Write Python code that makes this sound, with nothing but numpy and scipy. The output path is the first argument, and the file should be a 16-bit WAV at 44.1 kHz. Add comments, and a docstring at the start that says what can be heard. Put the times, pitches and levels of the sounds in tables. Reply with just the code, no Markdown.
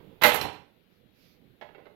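"""Parts worked loose in a plastic ice bin on a kitchen counter, heard with the cupboards close by.
Over low room rumble, hands rub the bin and bump it once. At 0.2 s a part snaps free, clatters against
the walls and drops with a thud and a clink; the kitchen rings briefly. From 0.9 s a sleeve brushes
the rim twice and the hands rub again; from 1.6 s come a few soft bumps on the gripped bin.
Throughout, the left microphone is hissy and much weaker than the right."""
import sys
import numpy as np
from scipy import signal
from scipy.fft import rfft, irfft
from scipy.io import wavfile
from scipy.ndimage import uniform_filter1d

SR = 44100
rng = np.random.default_rng(int(sys.argv[2]) if len(sys.argv) > 2 else 0)


def master(y):
    """Save y as 16-bit WAV."""
    cut = np.clip(np.atleast_2d(y).T, -1, 1)
    pcm = np.round(cut * 32767)  # scale
    wavfile.write(sys.argv[1], SR, pcm.astype(np.int16))


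N = 85995


def amp(db):
    """Decibels to gain."""
    return 10 ** (np.asarray(db) / 20)


def read(points, hz):
    """Reads a table on a log-frequency axis."""
    f, value = np.transpose(points)
    return np.interp(np.log(hz + 1), np.log(f + 1), value)


def add(mix, start_s, sound):
    """Adds a two-channel sound to the mix in place."""
    part = mix[:, max(round(start_s * SR), 0):][:, :sound.shape[-1]]
    part += sound[..., :part.shape[1]]


def unit_energy(x):
    """Scales each channel to an energy of one."""
    return x / np.linalg.norm(x, axis=1)[:, None]


def colour(x, gain_db, size=2048):
    """Minimum-phase filter whose gain in dB is a function of frequency."""
    log_gain = np.log(amp(gain_db(abs(np.fft.fftfreq(size, 1 / SR)))))
    response = np.exp(np.conj(signal.hilbert(log_gain)))
    taps = np.fft.ifft(response).real
    return signal.fftconvolve(x, taps[None, :size // 2], axes=1)


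def wash(spectrum, patch_db=2):
    """Stereo noise near unit RMS with a given colour and drifting louder and softer patches."""
    frames, hz = N // 256 + 5, np.fft.rfftfreq(1024, 1 / SR)
    real, imag = rng.standard_normal((2, 2, frames, len(hz)))
    patches = uniform_filter1d(rng.standard_normal((frames, len(hz))), size=10, axis=0)
    patches = uniform_filter1d(patches, size=8, axis=1)
    bins = (real + 1j * imag) * amp(read(spectrum, hz) + patch_db * patches / patches.std())
    noise = signal.istft(bins.transpose(0, 2, 1), nperseg=1024, noverlap=768)[1][:, :N]
    return noise / noise[1].std()


def friction(strokes, spectrum):
    """Sliding contact: noise swells and fades in a half sine for each stroke."""
    t = np.arange(N) / SR
    swells = sum(amp(db) * np.sin(np.pi * np.clip((t - start) / length, 0, 1))
                 for start, length, db in strokes)
    return swells * wash(spectrum)


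def ring(modes, rise_s=0.0028, spread_db=3.5):
    """Dying sines of one struck object; their balance changes at random from hit to hit."""
    t = np.arange(SR // 2) / SR
    hz, db, t60 = np.transpose(modes)[:, :, None]
    phase = rng.random((2, len(modes), 1))
    db = db + spread_db * rng.standard_normal(db.shape)
    waves = np.sin(2 * np.pi * (hz * t + phase)) * amp(db) * np.exp(-np.log(1000) * t / t60)
    return waves.sum(1) * (1 - np.exp(-t / rise_s))


def cupboards(x, span_s=0.017, echoes_per_s=900):
    """Early reflections off the nearby counter and cupboards, different for each contact."""
    t = np.arange(SR // 20) / SR
    taps = rng.standard_normal((2, len(t)))
    taps *= (rng.random((2, len(t))) < echoes_per_s / SR) * (t < span_s)
    return signal.fftconvolve(x, unit_energy(taps), axes=1)[:, :x.shape[1]]


def knock(shell, modes, chatter_s, thud_db, body_db, clack_db, snap_db, ring_db):
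    """A first contact and a dying chatter of tiny ones excite the plastic; its strongest modes ring on."""
    # where the blow's levels apply, f/Hz: thud, body (two points), clack (two points), snap
    band_hz = [130, 260, 950, 1700, 4300, 7500]
    bands = list(zip(band_hz, [thud_db, body_db, body_db, clack_db, clack_db, snap_db]))
    crack_s, grain_db, shell_db, modes_db = 0.0035, 3, 18, -23
    t = np.arange(SR // 5) / SR
    grains = rng.choice([-1., 1.], (2, len(t)))
    grains *= amp(grain_db * np.minimum(rng.exponential(1, grains.shape), 4))
    crack = unit_energy(grains * np.exp(-t / crack_s))
    chatter = unit_energy(grains * np.exp(-t / chatter_s))
    force = 0.18 * crack + chatter
    force += amp(-1.5) * cupboards(force)
    sound = amp(modes_db + ring_db) * ring(modes)
    add(sound, 0, colour(force, lambda hz: shell_db + read(shell, hz) + read(bands, hz)))
    return sound


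def room_tone():
    """The kitchen's low rumble with a trace of microphone hiss."""
    # noise floor: f/Hz, relative level/dB
    spectrum = [(20, -18.5), (60, -2), (110, -5), (190, 2), (330, -4.5), (480, -5.5), (620, -14),
                (1100, -25.5), (2400, -29), (4000, -28.5), (5500, -39), (9000, -46.5), (10800, -35.5),
                (12500, -28.5), (15500, -38)]
    return amp(-60) * wash(spectrum)


def hand_rubs():
    """Hands slide on the plastic with a low, dull friction noise."""
    # hand strokes: start t/s, length/s, peak level/dB
    strokes = [(-0.25, 0.61, -50.5), (1.105, 0.879, -63)]
    # colour of skin on plastic: f/Hz, relative level/dB
    spectrum = [(25, -12), (60, 4.5), (220, 1.5), (360, -4), (480, 0), (620, -9.5), (800, -13), (1300, -20),
                (3500, -23.5), (5500, -41.5), (9000, -46.5), (12500, -31.5), (16000, -32)]
    return friction(strokes, spectrum)


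def soft_bumps(mix):
    """Light bumps on the bin, which the grip damps to a short, hollow ring."""
    # bumps: t/s, scuff decay/s, then relative level/dB of thud, body, clack, snap, hollow ring
    bumps = [(0.001, 0.01736, -57.5, -34.5, -45, -62, -24.5),
             (1.612, 0.0113, -38.5, -28, -25.5, -34.5, -40), (1.623, 0.00558, -32.5, -23, -37, -45, -31),
             (1.689, 0.008, -40, -36.5, -39, -55.5, -28.5), (1.748, 0.012, -31, -38, -34, -64, -19),
             (1.781, 0.0148, -29, -35.5, -41.5, -56.5, -24.5),
             (1.798, 0.011, -36.5, -38.5, -46.5, -60, -26.5), (1.856, 0.006, -34, -41, -39, -50, -22.5),
             (1.867, 0.00453, -44, -34.5, -42, -56.5, -30)]
    # dense resonance of the gripped bin: f/Hz, relative level/dB
    gripped_shell = [(30, -12.5), (70, -4), (160, -3), (290, -4.5), (420, 1), (600, 6.5), (830, 5),
                     (1200, -1.5), (2000, 3.5), (3000, -5.5), (4200, -15.5), (5500, -22.5), (8500, -31.5),
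                     (12500, -26.5), (16000, -36)]
    # its hollow modes: f/Hz, relative level/dB, T60/s
    hollow_modes = [(343.38, -4, 0.06), (373.06, -0.5, 0.073), (425.4, 1.5, .08), (487, -6, 0.1),
                    (585, -4, .07), (800, -9.5, .08)]
    for start_s, *blow in bumps:
        add(mix, start_s, knock(gripped_shell, hollow_modes, *blow))


def clatter(mix):
    """The part snaps free, strikes the bin's walls in quick succession and lands with a thud."""
    # blows: t/s, chatter decay/s, then relative level/dB of thud, body, clack, snap, wall ring
    blows = [(0.2131, 0.0089, -30.5, -19, -21.5, -36, -13.5), (0.2180, 0.0091, -5, -8, -13, -11, -7),
             (0.2228, 0.0065, -14.5, -3, -8.5, -13, -9.5), (0.236, 0.007, -15, 0, 3, 3, -1),
             (0.2425, 0.00645, -15.5, -4, -3, -8, 0.5), (0.2490, 0.0208, -9.5, 5, -1.5, -3.5, -1.5),
             (0.2590, 0.016, -6, -3.5, -7.5, 0.5, -2.5), (0.2810, 0.0089, -16, -15.5, -14.5, -9, -18),
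             (0.297, 0.002, -21.5, -17, -16.5, -12, -21.5), (0.32, 0.0087, -14.5, -10.5, -10.5, -20, -15.5),
             (0.3330, 0.016, -19, -9.5, -17, -11.5, -13.5), (0.3440, 0.0056, -12.5, -8.5, -15.5, -4, -22),
             (0.3580, 0.011, -29, -11.5, -12, -10, -17), (0.408, 0.01, -5, -18, -34, -58.5, -26),
             (0.413, 0.01, -8, -9, -14, -13.5, -14), (0.4360, 0.0156, -0.5, -10, -29.5, -24, -19.5),
             (0.4520, 0.0064, -17.5, -7.5, -29.5, -37.5, -28.5),
             (0.4880, 0.00567, -28, -25.5, -27, -47, -46.5), (0.529, 0.0279, -32.5, -36, -33.5, -39, -50.5),
             (0.545, .012, -49.5, -46.5, -39.5, -58.5, -41.5)]
    # dense resonance of the plastic: f/Hz, relative level/dB
    shell = [(30, -29), (75, -5), (160, -4), (300, -6.5), (480, -0.5), (660, -4.5), (820, 1.5),
             (1200, -0.5), (2000, 2), (3000, 1), (4200, -5.5), (5100, -12.5), (7000, -18.5), (9400, -23),
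             (11000, -13), (12500, -6.5), (14200, -16), (15600, -19.5), (17000, -44)]
    # modes of the walls: f/Hz, relative level/dB, T60/s
    wall_modes = [(223.7, -13, 0.2), (306, -14, 0.45), (450, 0, .13), (490, -4, .22), (603, 8, 0.08),
                  (735, -1, .1), (852, -5, 0.22), (1021, -10, 0.17), (1081, -9, 0.13), (1388, -7, .2),
                  (1940, -9, 0.12), (2175, -10, .13), (2651, -2, 0.12), (3078, 1, 0.1), (3409, -3, 0.13),
                  (3813, -7, 0.1)]
    for start_s, *blow in blows:
        add(mix, start_s, knock(shell, wall_modes, *blow))


def clink(mix):
    """The hard inner part rings high and short as it lands."""
    # landing: t/s, level/dB
    hits = [(0.4126, -32.5)]
    # modes of the part: f/Hz, relative level/dB, T60/s
    part_modes = [(2253, 5, 0.041), (4156, 9, 0.03), (5480, 1, .02), (5680, 1, 0.016), (5950, 0, .014)]
    for start_s, db in hits:
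        add(mix, start_s, amp(db) * ring(part_modes, rise_s=0.00037))


def sleeve_swishes():
    """Cloth brushes over the rim with a faint, bright friction noise."""
    # sleeve strokes: start t/s, length/s, peak level/dB
    strokes = [(0.87, 0.16, -74.5), (1.12, 0.2743, -62)]
    # colour of cloth on the rim: f/Hz, relative level/dB
    spectrum = [(500, -12), (1700, -9.5), (2200, -0.5), (3500, -5.5), (4700, 0), (6600, -13.5),
                (8300, -28.5), (12600, -6.5), (16000, -18)]
    return friction(strokes, spectrum)


def kitchen_reverb(x, build_s=0.013, echoes_per_s=4000):
    """Sparse room reflections build up, then each band dies at its own speed."""
    # decay of the kitchen: f/Hz, T60/s
    room_t60 = [(60, 0.45), (250, 0.48), (700, 0.4), (2000, 0.41), (5000, 0.35), (9000, 0.36),
                (15000, 0.09)]
    t = np.arange(SR * 3 // 4) / SR
    taps = rng.choice([-1., 1.], (2, len(t))) * (rng.random((2, len(t))) < echoes_per_s / SR)
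    taps *= 1 - np.exp(-t / build_s)
    hz, frame_s, bins = signal.stft(taps, SR, nperseg=256)
    decay = np.exp(-np.log(1000) * frame_s / read(room_t60, hz)[:, None])
    tail = signal.istft(bins * decay, SR, nperseg=256)[1]
    return signal.fftconvolve(x, tail / np.linalg.norm(tail[1]), axes=1)[:, :N]


def scene():
    """The impacts and their echo in the kitchen, over rubbing and room tone."""
    impacts = np.zeros((2, N))
    clatter(impacts)
    clink(impacts)
    soft_bumps(impacts)
    rubbing = hand_rubs() + sleeve_swishes()
    return impacts + amp(-7.5) * kitchen_reverb(impacts) + rubbing + room_tone()


def record(dry):
    """Stereo pair: the weak, hissy left microphone shares its bass with the right; both end at 16 kHz."""
    # response of the left microphone: f/Hz, level/dB
    left_response = [(60, -24), (380, -22), (700, -20), (1290, -20), (2380, -22.5), (4400, -20.5),
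                     (8000, -22.5), (15000, -24)]
    # likeness of the two channels: f/Hz, share of the right in the left (0-1)
    likeness = [(60, 1), (300, 1), (600, 0.5), (1200, 0), (15000, 0.4)]
    # self-noise of the left microphone: f/Hz, relative level/dB
    hiss = [(20, -10), (80, -4.5), (250, -12), (480, -11), (600, -12), (1000, -15.5), (1300, -1.5),
            (2400, 1), (4000, -1.5), (4700, -11), (5600, -21), (9800, -31.5), (10600, -16), (15500, -16.5)]
    hz = np.fft.rfftfreq(2 * N, 1 / SR)
    left_bins, right_bins = rfft(dry, 2 * N)
    shared = read(likeness, hz)
    blend = shared * right_bins + np.sqrt(1 - shared ** 2) * left_bins
    left = irfft(amp(read(left_response, hz)) * blend)[:N]
    left += amp(-70.5) * wash(hiss)[1]
    lowpass = signal.firwin(201, cutoff=16050, window=("kaiser", 9), fs=SR)
    return signal.oaconvolve(np.array([left, dry[1]]), lowpass[None], "same")


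dry = scene()
out = record(dry)
master(out)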